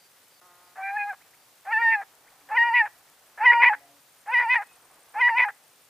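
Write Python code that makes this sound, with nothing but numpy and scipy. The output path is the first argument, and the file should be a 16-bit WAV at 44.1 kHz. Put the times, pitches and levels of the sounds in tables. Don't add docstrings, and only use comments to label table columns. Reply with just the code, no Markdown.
import sys
import numpy as np
from scipy import signal
from scipy.fft import rfft, irfft, next_fast_len
from scipy.io import wavfile
from scipy.ndimage import uniform_filter1d

SR = 44100
rng = np.random.default_rng(int(sys.argv[2]) if len(sys.argv) > 2 else 0)


def pcm_store(signal):
    levels = np.round(np.clip(np.atleast_2d(signal), -1, 1) * 32767)
    wavfile.write(sys.argv[1], SR, levels.astype(np.int16).T)


N = 259749
TIME = np.arange(N) / SR

# start_s, end_s, octave_db, third_harmonic_db,
# split_going_in_db, split_held_db, split_going_out_db
PRESSES = [(0.828, 0.907, -37, -36, -77, -46, -60), (0.968, 0.97, -13.5, -50, -55, -64, -71),
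           (0.983, 1.038, -32, -32, -62, -42.5, -64), (1.092, 1.117, -30.5, -47.5, -50, -47, -64),
           (1.727, 1.786, -18, -37.5, -36, -58.5, -37.5), (1.818, 1.894, -15.5, -44.5, -41, -50.5, -74),
           (1.893, 1.961, -19.5, -36.5, -58, -35, -50), (2.57, 2.638, -13.5, -36.5, -32.5, -45, -36.5),
           (2.647, 2.701, -26, -44, -57, -48.5, -47.5), (2.741, 2.821, -14.5, -37.5, -53, -27, -46.5),
           (3.458, 3.517, -8.5, -33, -28.5, -36.5, -28), (3.616, 3.691, -13, -34.5, -31.5, -20, -48),
           (4.34, 4.401, -14, -39, -31.5, -33, -34), (4.403, 4.425, -17.5, -49, -46, -37, -53),
           (4.495, 4.575, -16.5, -41.5, -45.5, -23.5, -40.5), (5.211, 5.286, -14, -38.5, -33.5, -36.5, -48),
           (5.369, 5.446, -17, -40.5, -41, -23, -45)]
# multiple, relaxed_db (re fundamental), pressed_db (re octave)
OVERTONES = [(4, -46, -40), (5, -31, -50.5), (6, -39.5, -53.5)]
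# freq_hz, level_db
THROAT_COLOUR = [(250, -47.5), (480, -3), (700, -10), (950, 10.5), (1250, -11.5), (1600, -4.5),
                 (1850, -2.5), (2300, 1), (2700, -10), (3100, -18), (3500, -32.5), (5000, -49.5),
                 (6500, -57), (9000, -69.5)]
PRESS_RISE_DB = 2
REEL_FAINT_HZ, REEL_FULL_HZ, REEL_RATE_HZ = 118.44, 189.4, 220
HALF_DB_PER_HZ = 0.038
MID_HZ, BRIGHT_DB_PER_HZ = 930, 0.026


def quail():
    pitch, level = voice_controls()
    stall, slip = catches(width_s=0.0025)
    rasp, centre = rasps()
    chaos = rasp / (rasp + level + 1e-6)
    jitter = (.004 + .018 * chaos) * wander(140)
    turn = 2 * np.pi * (np.cumsum(pitch * (1 + jitter)) / SR + slip)

    def partial(multiple):
        shimmer = gain_of(min(multiple, 3) * .45 * wander(50))
        blur = 0.0071 * multiple ** 2 * wander(250)
        phase = multiple * turn + blur + rng.uniform(0, 2 * np.pi)
        return shimmer * np.sqrt(2) * np.cos(phase)

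    half_rise_db = PRESS_RISE_DB / 2
    octave_rows = [(a, b, db - half_rise_db, db + half_rise_db) for a, b, db, *_ in PRESSES]
    octave = episodes(octave_rows, edge_s=0.0064)
    third = episodes([(a, b, db, db) for a, b, _, db, *_ in PRESSES], edge_s=0.011)
    relaxed = level * np.exp(-octave / (level + 1e-6))
    flare_starts = [s for a, b, *_ in PRESSES for s in (a + .001, b - .012)]
    flare_db = 2.5 * episodes([(s, s + 0.0059, 0, 0) for s in flare_starts], edge_s=0.0025)
    tone = (octave * gain_of(flare_db - 3.5) + gain_of(-10) * relaxed) * partial(2)
    tone += (third + gain_of(-23) * relaxed) * partial(2.997)

    upper = overtones(level, octave, partial)
    for cycles, under, over in splits():
        tone += under * partial(2 - 1 / cycles) + over * partial(2 + 1 / cycles)
        if cycles == 2:
            tone += gain_of(-16 + HALF_DB_PER_HZ * (pitch - MID_HZ)) * under * partial(.5)
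            upper += over * (gain_of(-23) * partial(7 / 2) + gain_of(-34) * partial(9 / 2))
        else:
            tone += gain_of(-5) * over * partial(3 - 1 / cycles)

    throw_hz = np.interp(rasp, [0, .08], [REEL_FAINT_HZ, REEL_FULL_HZ])
    reel = shaky_tone(centre, spread_hz=throw_hz, rate_hz=REEL_RATE_HZ) * gain_of(wander(300))
    tone = tone * gain_of(-3 * chaos) + rasp * evened(windpipe(reel, low_hz=410, high_hz=3280))
    upper += (gain_of(-34) * rasp + gain_of(-50) * octave) * band(3700, 780)
    bill_hiss = gain_of(-43) * band(10250, 800) + gain_of(-39) * band(4500, 1600)
    upper += (level + 0.25 * octave) * bill_hiss
    upper *= gain_of(BRIGHT_DB_PER_HZ * (pitch - MID_HZ))
    tone += level * partial(0.99) + upper * gain_of(-28.5) / (level + gain_of(-29.5))
    hoarse = gain_of(-10.5) * rasp + gain_of(-24.5) * level + gain_of(-36.5) * octave
    tone += hoarse * noise(THROAT_COLOUR)
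    tone += gain_of(5) * np.minimum(rasp, gain_of(-50)) * noise(HUSKY_COLOUR)
    return windpipe(tone * stall, low_hz=470, high_hz=14070)


# start_s, end_s, fundamental_db (before arch and carry), rasp_lead_s, opening_rasp_db, closing_rasp_db
CALLS = [(0.766, 1.145, -31.5, 0.011, -53.5, -46.5), (1.655, 2.031, -29.5, 0.0053, -52.5, -36),
         (2.499, 2.873, -26.5, 0.0093, -48, -30.5), (3.394, 3.747, -21.5, 0.016, -40, -23.5),
         (4.266, 4.633, -29, 0.0055, -51.5, -35.5), (5.144, 5.501, -27, 0.0045, -50.5, -28.5)]
# time_s, pitch_hz
PITCH_CURVES = [
    [(0.786, 770), (0.93, 807), (0.972, 861), (0.976, 835.5), (1.056, 819), (1.098, 835.6), (1.134, 717)],
    [(1.66, 740.5), (1.708, 868), (1.726, 951), (1.738, 890), (1.764, 874), (1.808, 940.6), (1.848, 930),
     (1.86, 913), (1.938, 902), (1.966, 834), (2.016, 790)],
    [(2.497, 803), (2.529, 886), (2.535, 860), (2.573, 1022), (2.583, 929), (2.677, 958), (2.725, 907),
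     (2.745, 986), (2.793, 955), (2.829, 849), (2.867, 845)],
    [(3.404, 847), (3.426, 878), (3.458, 1040), (3.47, 969.5), (3.578, 950), (3.584, 937), (3.65, 1011),
     (3.654, 967), (3.692, 985), (3.704, 847), (3.744, 853.6)],
    [(4.272, 799), (4.336, 1035), (4.36, 953), (4.392, 984), (4.45, 941), (4.468, 886), (4.51, 1007),
     (4.546, 1018), (4.558, 940), (4.57, 949), (4.596, 802), (4.626, 850)],
    [(5.148, 810), (5.182, 885), (5.214, 1042), (5.228, 956), (5.286, 984), (5.334, 890), (5.378, 1009),
     (5.408, 1001), (5.412, 962.5), (5.446, 1010), (5.454, 845), (5.496, 813.6)],
]
# pitch_hz, gain_db
CARRY = [(740, -6.5), (820, -0.5), (900, 0.5), (955, -0.5), (1020, -2)]
ATTACK_S, ATTACK_DB, RELEASE_S, RELEASE_DB = .02, -17.5, 0.02, -17.5
ARCH_DB = 3


def voice_controls():
    pitch, level = np.zeros(N), np.zeros(N)
    for (start, end, db, *_), curve in zip(CALLS, PITCH_CURVES):
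        later = TIME > start - .1
        pitch[later] = np.interp(TIME[later], *np.transpose(curve))
        shape_s = [start, start + ATTACK_S, (start + end) / 2, end - RELEASE_S, end]
        shape_db = np.interp(TIME, shape_s, [ATTACK_DB, 0, ARCH_DB, 0, RELEASE_DB])
        level += episodes([(start, end, db, db)], edge_s=0.0038) * gain_of(shape_db - ARCH_DB / 2)
    pitch = uniform_filter1d(pitch, size=200)
    return pitch, level * gain_of(read(CARRY, pitch))


def overtones(level, octave, partial):
    sounding = (level > gain_of(-50)) * 1.
    bill = np.maximum(2 * uniform_filter1d(sounding, size=7000) - 1, 0)
    upper = np.zeros(N)
    for multiple, relaxed_db, pressed_db in OVERTONES:
        flicker = gain_of(3 * np.clip(wander(45), -2, 1.5))
        strength = level * gain_of(relaxed_db) + octave * gain_of(pressed_db)
        upper += strength * bill * flicker * partial(round(multiple))
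    return upper


# start_s, end_s, level_db
GROWLS = [(0.855, 0.915, -46), (1.918, 1.949, -29.5), (2.756, 2.786, -26.5)]
SPLIT_LEAD_S, SPLIT_OVERLAP_S, SPLIT_TRAIL_S = 0.019, .005, .055
SPLIT_FADE_DB = -7
HELD_UNDER_DB, GROWL_UNDER_DB = -16, -14
EARLY_START_S, EARLY_END_S, EARLY_SPLIT_DB = 0.014, 0.047, -21.5


def splits():
    early = [(s + EARLY_START_S, s + EARLY_END_S, db + EARLY_SPLIT_DB, db + EARLY_SPLIT_DB)
             for s, _, db, *_ in CALLS]
    going_in = [(a - SPLIT_LEAD_S, a + SPLIT_OVERLAP_S, db, db) for a, *_, db, _, _ in PRESSES]
    going_out = [(b, b + SPLIT_TRAIL_S, db, db + SPLIT_FADE_DB) for _, b, *_, db in PRESSES]
    passing = episodes(early + going_in + going_out, edge_s=.007)
    held = episodes([(a + .009, b - .012, db, db) for a, b, *_, db, _ in PRESSES], edge_s=.008)
    growl = episodes([(a, b, db, db) for a, b, db in GROWLS], edge_s=.007)
    doubled = (2, passing + gain_of(HELD_UNDER_DB) * held, passing + held)
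    return [doubled, (4, gain_of(GROWL_UNDER_DB) * growl, growl)]


# start_s, end_s, mid_level_db, rasp_centre_hz
BREAKS = [(3.521, 3.543, -19.5, 1870), (3.622, 3.662, -14.5, 2130), (3.685, 3.699, -21, 1870),
          (4.388, 4.442, -30, 1900), (4.544, 4.563, -21, 1970), (5.279, 5.305, -22.5, 1870),
          (5.384, 5.418, -20.5, 2160), (5.438, 5.453, -26, 1790)]
OPENING_S, CLOSING_S, TRAIL_S = 0.064, .016, 0.0057
CLOSING_FADE_DB, BREAK_FADE_DB = -11.5, -6
EDGE_RASP_HZ = 1700


def rasps():
    opening = [(a - lead_s, a + OPENING_S, db, db) for a, _, _, lead_s, db, _ in CALLS]
    closing = [(b - CLOSING_S, b + TRAIL_S, db, db + CLOSING_FADE_DB) for _, b, *_, db in CALLS]
    broken = [(a, b, db - BREAK_FADE_DB / 2, db + BREAK_FADE_DB / 2) for a, b, db, _ in BREAKS]
    centre = np.full(N, float(EDGE_RASP_HZ))
    for a, b, _, hz in BREAKS:
        centre[abs(TIME - (a + b) / 2) < (b - a + CLOSING_S) / 2] = hz
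    return episodes(opening + closing, edge_s=.0025) + episodes(broken, edge_s=0.0037), centre


CATCH_AFTER_S, CATCH_EVERY_S, CATCH_DB = 0.007, .026, 7


def catches(width_s):
    dip_db, slip = np.zeros(N), np.zeros(N)
    stalls = [np.arange(a + CATCH_AFTER_S, b, CATCH_EVERY_S) for a, b, *_ in BREAKS]
    for s in np.concatenate(stalls):
        near = slice(int((s - .02) * SR), int((s + .02) * SR))
        bell = np.exp(-((TIME[near] - s) / width_s) ** 2)
        dip_db[near] += CATCH_DB * bell
        slip[near] += .25 * rng.uniform(-1.1, 1) * bell / bell.sum()
    return gain_of(-dip_db), np.cumsum(slip)


def windpipe(x, low_hz, high_hz):
    sos = signal.butter(N=4, Wn=[low_hz, high_hz], btype="band", fs=SR, output="sos")
    return signal.sosfiltfilt(sos, x)


def leaf_echo(x, delay_s, level_db):
    bright = signal.sosfilt(signal.butter(6, 2200, "high", fs=SR, output="sos"), x)
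    return gain_of(level_db) * np.interp(TIME - delay_s, TIME, bright) * np.array([[1], [-1]])


# freq_hz, t60_s
FIELD_T60 = [(300, 1.1), (900, 0.23), (2200, 0.35), (6000, 0.11)]


def field(x, far_db):
    t = np.arange(SR) / SR
    taps = rng.standard_normal((2, SR)) * (rng.random((2, SR)) < 2000 / SR)
    taps = taps[:1] + .5 * np.array([[1], [-1]]) * taps[1:]
    near = taps * gain_of(-60 * t / .07) * np.minimum(t / 0.0098, 1)
    near *= gain_of(-22) / np.linalg.norm(near[0])
    hz, s, z = signal.stft(taps, SR, nperseg=256)
    decay = gain_of(-60 * s / read(FIELD_T60, hz)[:, None])
    far = signal.istft(z * decay, SR, nperseg=256)[1][:, :SR]
    echoes = near + gain_of(far_db) * far / np.linalg.norm(far[0])
    return signal.fftconvolve(x[None], echoes, axes=1)[:, :N]


# wingbeat_multiple, level_db
FLY_LINES = [(2, -79.5), (3, -82), (4, -74), (5, -73), (6, -72), (7, -70), (8, -75), (9, -84), (10, -82),
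             (11, -81)]


def fly(wing_hz):
    turn = 2 * np.pi * np.cumsum(wing_hz * (1 + 0.0087 * wander(18))) / SR
    hum = np.zeros(N)
    for multiple, db in FLY_LINES:
        phase = round(multiple) * turn + rng.uniform(0, 2 * np.pi)
        hum += gain_of(db) * np.sqrt(2) * np.cos(phase)
    envelope = episodes([(.414, .74, 6.5, 1.5)], edge_s=0.0017)
    return (hum + gain_of(-74) * noise(HUSKY_COLOUR)) * envelope


# time_s, level_db
TICK_LEVELS = [(0, -73), (1.9, -72.5), (3.9, -67), (4.3, -58.5), (5.1, -58.5), (5.5, -61.5), (5.89, -63.5)]
# start_s, end_s, level_db
CHIRPS = [(0, .08, -66.5), (0.306, 0.392, -68), (0.645, 0.69, -69), (1.367, 1.466, -75)]


def crickets(tick_hz, chirp_hz):
    strokes = (np.arange(.1015, 5.87, .0908)[:, None] + [0, .029]).ravel()
    levels = np.interp(strokes, *np.transpose(TICK_LEVELS))
    ticks = episodes([(s - .003, s + .004, db, db) for s, db in zip(strokes, levels)], edge_s=.0015)
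    scrape = shaky_tone(tick_hz, spread_hz=330, rate_hz=990)
    chirps = episodes([(a, b, db, db) for a, b, db in CHIRPS], edge_s=0.0068)
    return ticks * scrape + chirps * shaky_tone(chirp_hz, spread_hz=137, rate_hz=110)


# centre_s, peak_db
CHIPS = [(1.217, -56), (1.34, -58), (2.282, -56), (2.408, -60)]


def small_bird(low_hz, high_hz, length_s):
    out = np.zeros(N)
    for s, db in CHIPS:
        hz = np.interp(TIME, [s - length_s / 2, s + length_s / 2], [low_hz, high_hz])
        bell = np.exp(-(2 * (TIME - s) / length_s) ** 2)
        out += gain_of(db) * bell * np.sin(2 * np.pi * np.cumsum(hz) / SR)
    return out


# start_s, end_s, pitch_hz, mid_level_db
FAINT_TONES = [(2.418, 2.535, 287, -68), (3.626, 4.006, 286.8, -71), (3.78, 3.97, 698.5, -61),
               (3.8, 3.994, 559.6, -72), (4.615, 4.763, 2540, -66.5), (5.125, 5.193, 280, -70)]


def faint_tones():
    out = np.zeros(N)
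    for a, b, hz, db in FAINT_TONES:
        out += episodes([(a, b, db + 2, db - 2)], edge_s=.015) * band(hz, hz / 60)
    return out


def grass(per_s, level_db):
    clicks = (rng.random((2, N)) < per_s / SR) * gain_of(5 * np.minimum(rng.exponential(1, (2, N)), 4))
    ticks = signal.sosfilt(signal.butter(2, [7000, 15000], "band", fs=SR, output="sos"), clicks)
    return gain_of(level_db) * evened(ticks + 0.45 * ticks[::-1]) * gain_of([[1.5], [-1.5]])


# freq_hz, density_db_per_hz
AIR_COLOUR = [(15, -85.5), (25, -51.5), (70, -15), (122, -5), (215, -10.5), (273, -6.5), (321, -8.5),
              (507, -3.5), (646, -4.5), (845, -3), (1080, -5), (1170, -4), (2830, -7), (8760, -9.5),
              (14200, -9.5), (15400, -10.5)]
# freq_hz, likeness
AIR_LIKENESS = [(230, 0.95), (450, 0.91), (2000, 0.6), (4500, 0.44), (9000, 0.48), (11500, 0.27),
                (15000, 0.25)]
# freq_hz, left_minus_right_db
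AIR_BALANCE = [(200, -0.5), (640, 1), (1410, 1), (3100, -0.5), (6820, 0), (15000, 2)]
# time_s, level_db
RUSH_LEVELS = [(.7, -83), (1.25, -67), (1.6, -74.5), (2.35, -62.5), (3.15, -66.5), (3.87, -66.5),
               (4.05, -77), (4.22, -71), (4.95, -62), (5.89, -76)]
# freq_hz, level_db
HUSKY_COLOUR = [(200, -21), (430, -12), (560, -12), (750, -5), (1000, -8.5), (1400, -10), (2200, -17.5),
                (4000, -42.5)]
AIR_DB = -59.5


def air():
    hz, _, z = signal.stft(rng.standard_normal((2, N)), SR, nperseg=2048)
    same = np.clip(read(AIR_LIKENESS, hz), 0, 1)[:, None]
    mid, side = z[0] * np.sqrt(1 + same), z[1] * np.sqrt(1 - same)
    lean = gain_of(read(AIR_BALANCE, hz) / 2)[:, None]
    pair = np.array([(mid + side) * lean, (mid - side) / lean])
    pair *= gain_of(read(AIR_COLOUR, hz))[:, None]
    hiss = signal.istft(pair, SR, nperseg=2048)[1][:, :N]
    hiss *= gain_of(AIR_DB + .5 * wander(60) + .2 * wander(6)) / np.std(hiss.mean(0))
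    rush_db = np.interp(TIME, *np.transpose(RUSH_LEVELS)) + 1.2 * wander(14)
    rush = gain_of(rush_db) * noise(HUSKY_COLOUR)
    dip_db = -9 * episodes([(.402, .413, 0, 0)], edge_s=0.0011)
    return (hiss + rush) * gain_of(dip_db)


def gain_of(db):
    return 10 ** (np.asarray(db) / 20)


def evened(x):
    return x / np.sqrt(np.mean(x ** 2) + 1e-20)


def read(points, hz):
    f, value = np.transpose(points)
    return np.interp(np.log(hz + 1), np.log(f + 1), value)


def noise(colour):
    size = next_fast_len(N)
    spectrum = rfft(rng.standard_normal(size))
    spectrum *= gain_of(read(colour, np.fft.rfftfreq(size, 1 / SR)))
    return evened(irfft(spectrum, size)[:N])


def wander(rate_hz):
    sos = signal.butter(2, rate_hz, fs=SR, output="sos")
    return evened(signal.sosfilt(sos, rng.standard_normal(N)))


def band(hz, width_hz):
    turn = 2 * np.pi * hz * TIME
    return evened(wander(width_hz / 2) * np.cos(turn) + wander(width_hz / 2) * np.sin(turn))


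def shaky_tone(hz, spread_hz, rate_hz):
    return np.sqrt(2) * np.cos(2 * np.pi * np.cumsum(hz + spread_hz * wander(rate_hz)) / SR)


def episodes(rows, edge_s):
    out = np.zeros(N)
    for start, end, first_db, last_db in rows:
        near = slice(max(int((start - 10 * edge_s) * SR), 0), int((end + 10 * edge_s) * SR))
        t = TIME[near]
        gate = (1 + np.tanh((t - start) / edge_s)) * (1 + np.tanh((end - t) / edge_s)) / 4
        out[near] += gate * gain_of(np.interp(t, [start, end], [first_db, last_db]))
    return out


def scene():
    bird = quail()
    meadow = air() + grass(per_s=190, level_db=-71.5) + fly(wing_hz=177.2) + faint_tones()
    meadow += crickets(tick_hz=8800, chirp_hz=4670)
    meadow += small_bird(low_hz=1530, high_hz=2547, length_s=0.021)
    return bird + leaf_echo(bird, delay_s=.0031, level_db=-22) + field(bird, far_db=-30) + meadow


EDGE_HZ = 15450


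def record(dry):
    lowpass = signal.firwin(511, EDGE_HZ, window=("kaiser", 9), fs=SR)
    return signal.oaconvolve(dry, lowpass[None], "same")


dry = scene()
out = record(dry)
pcm_store(out)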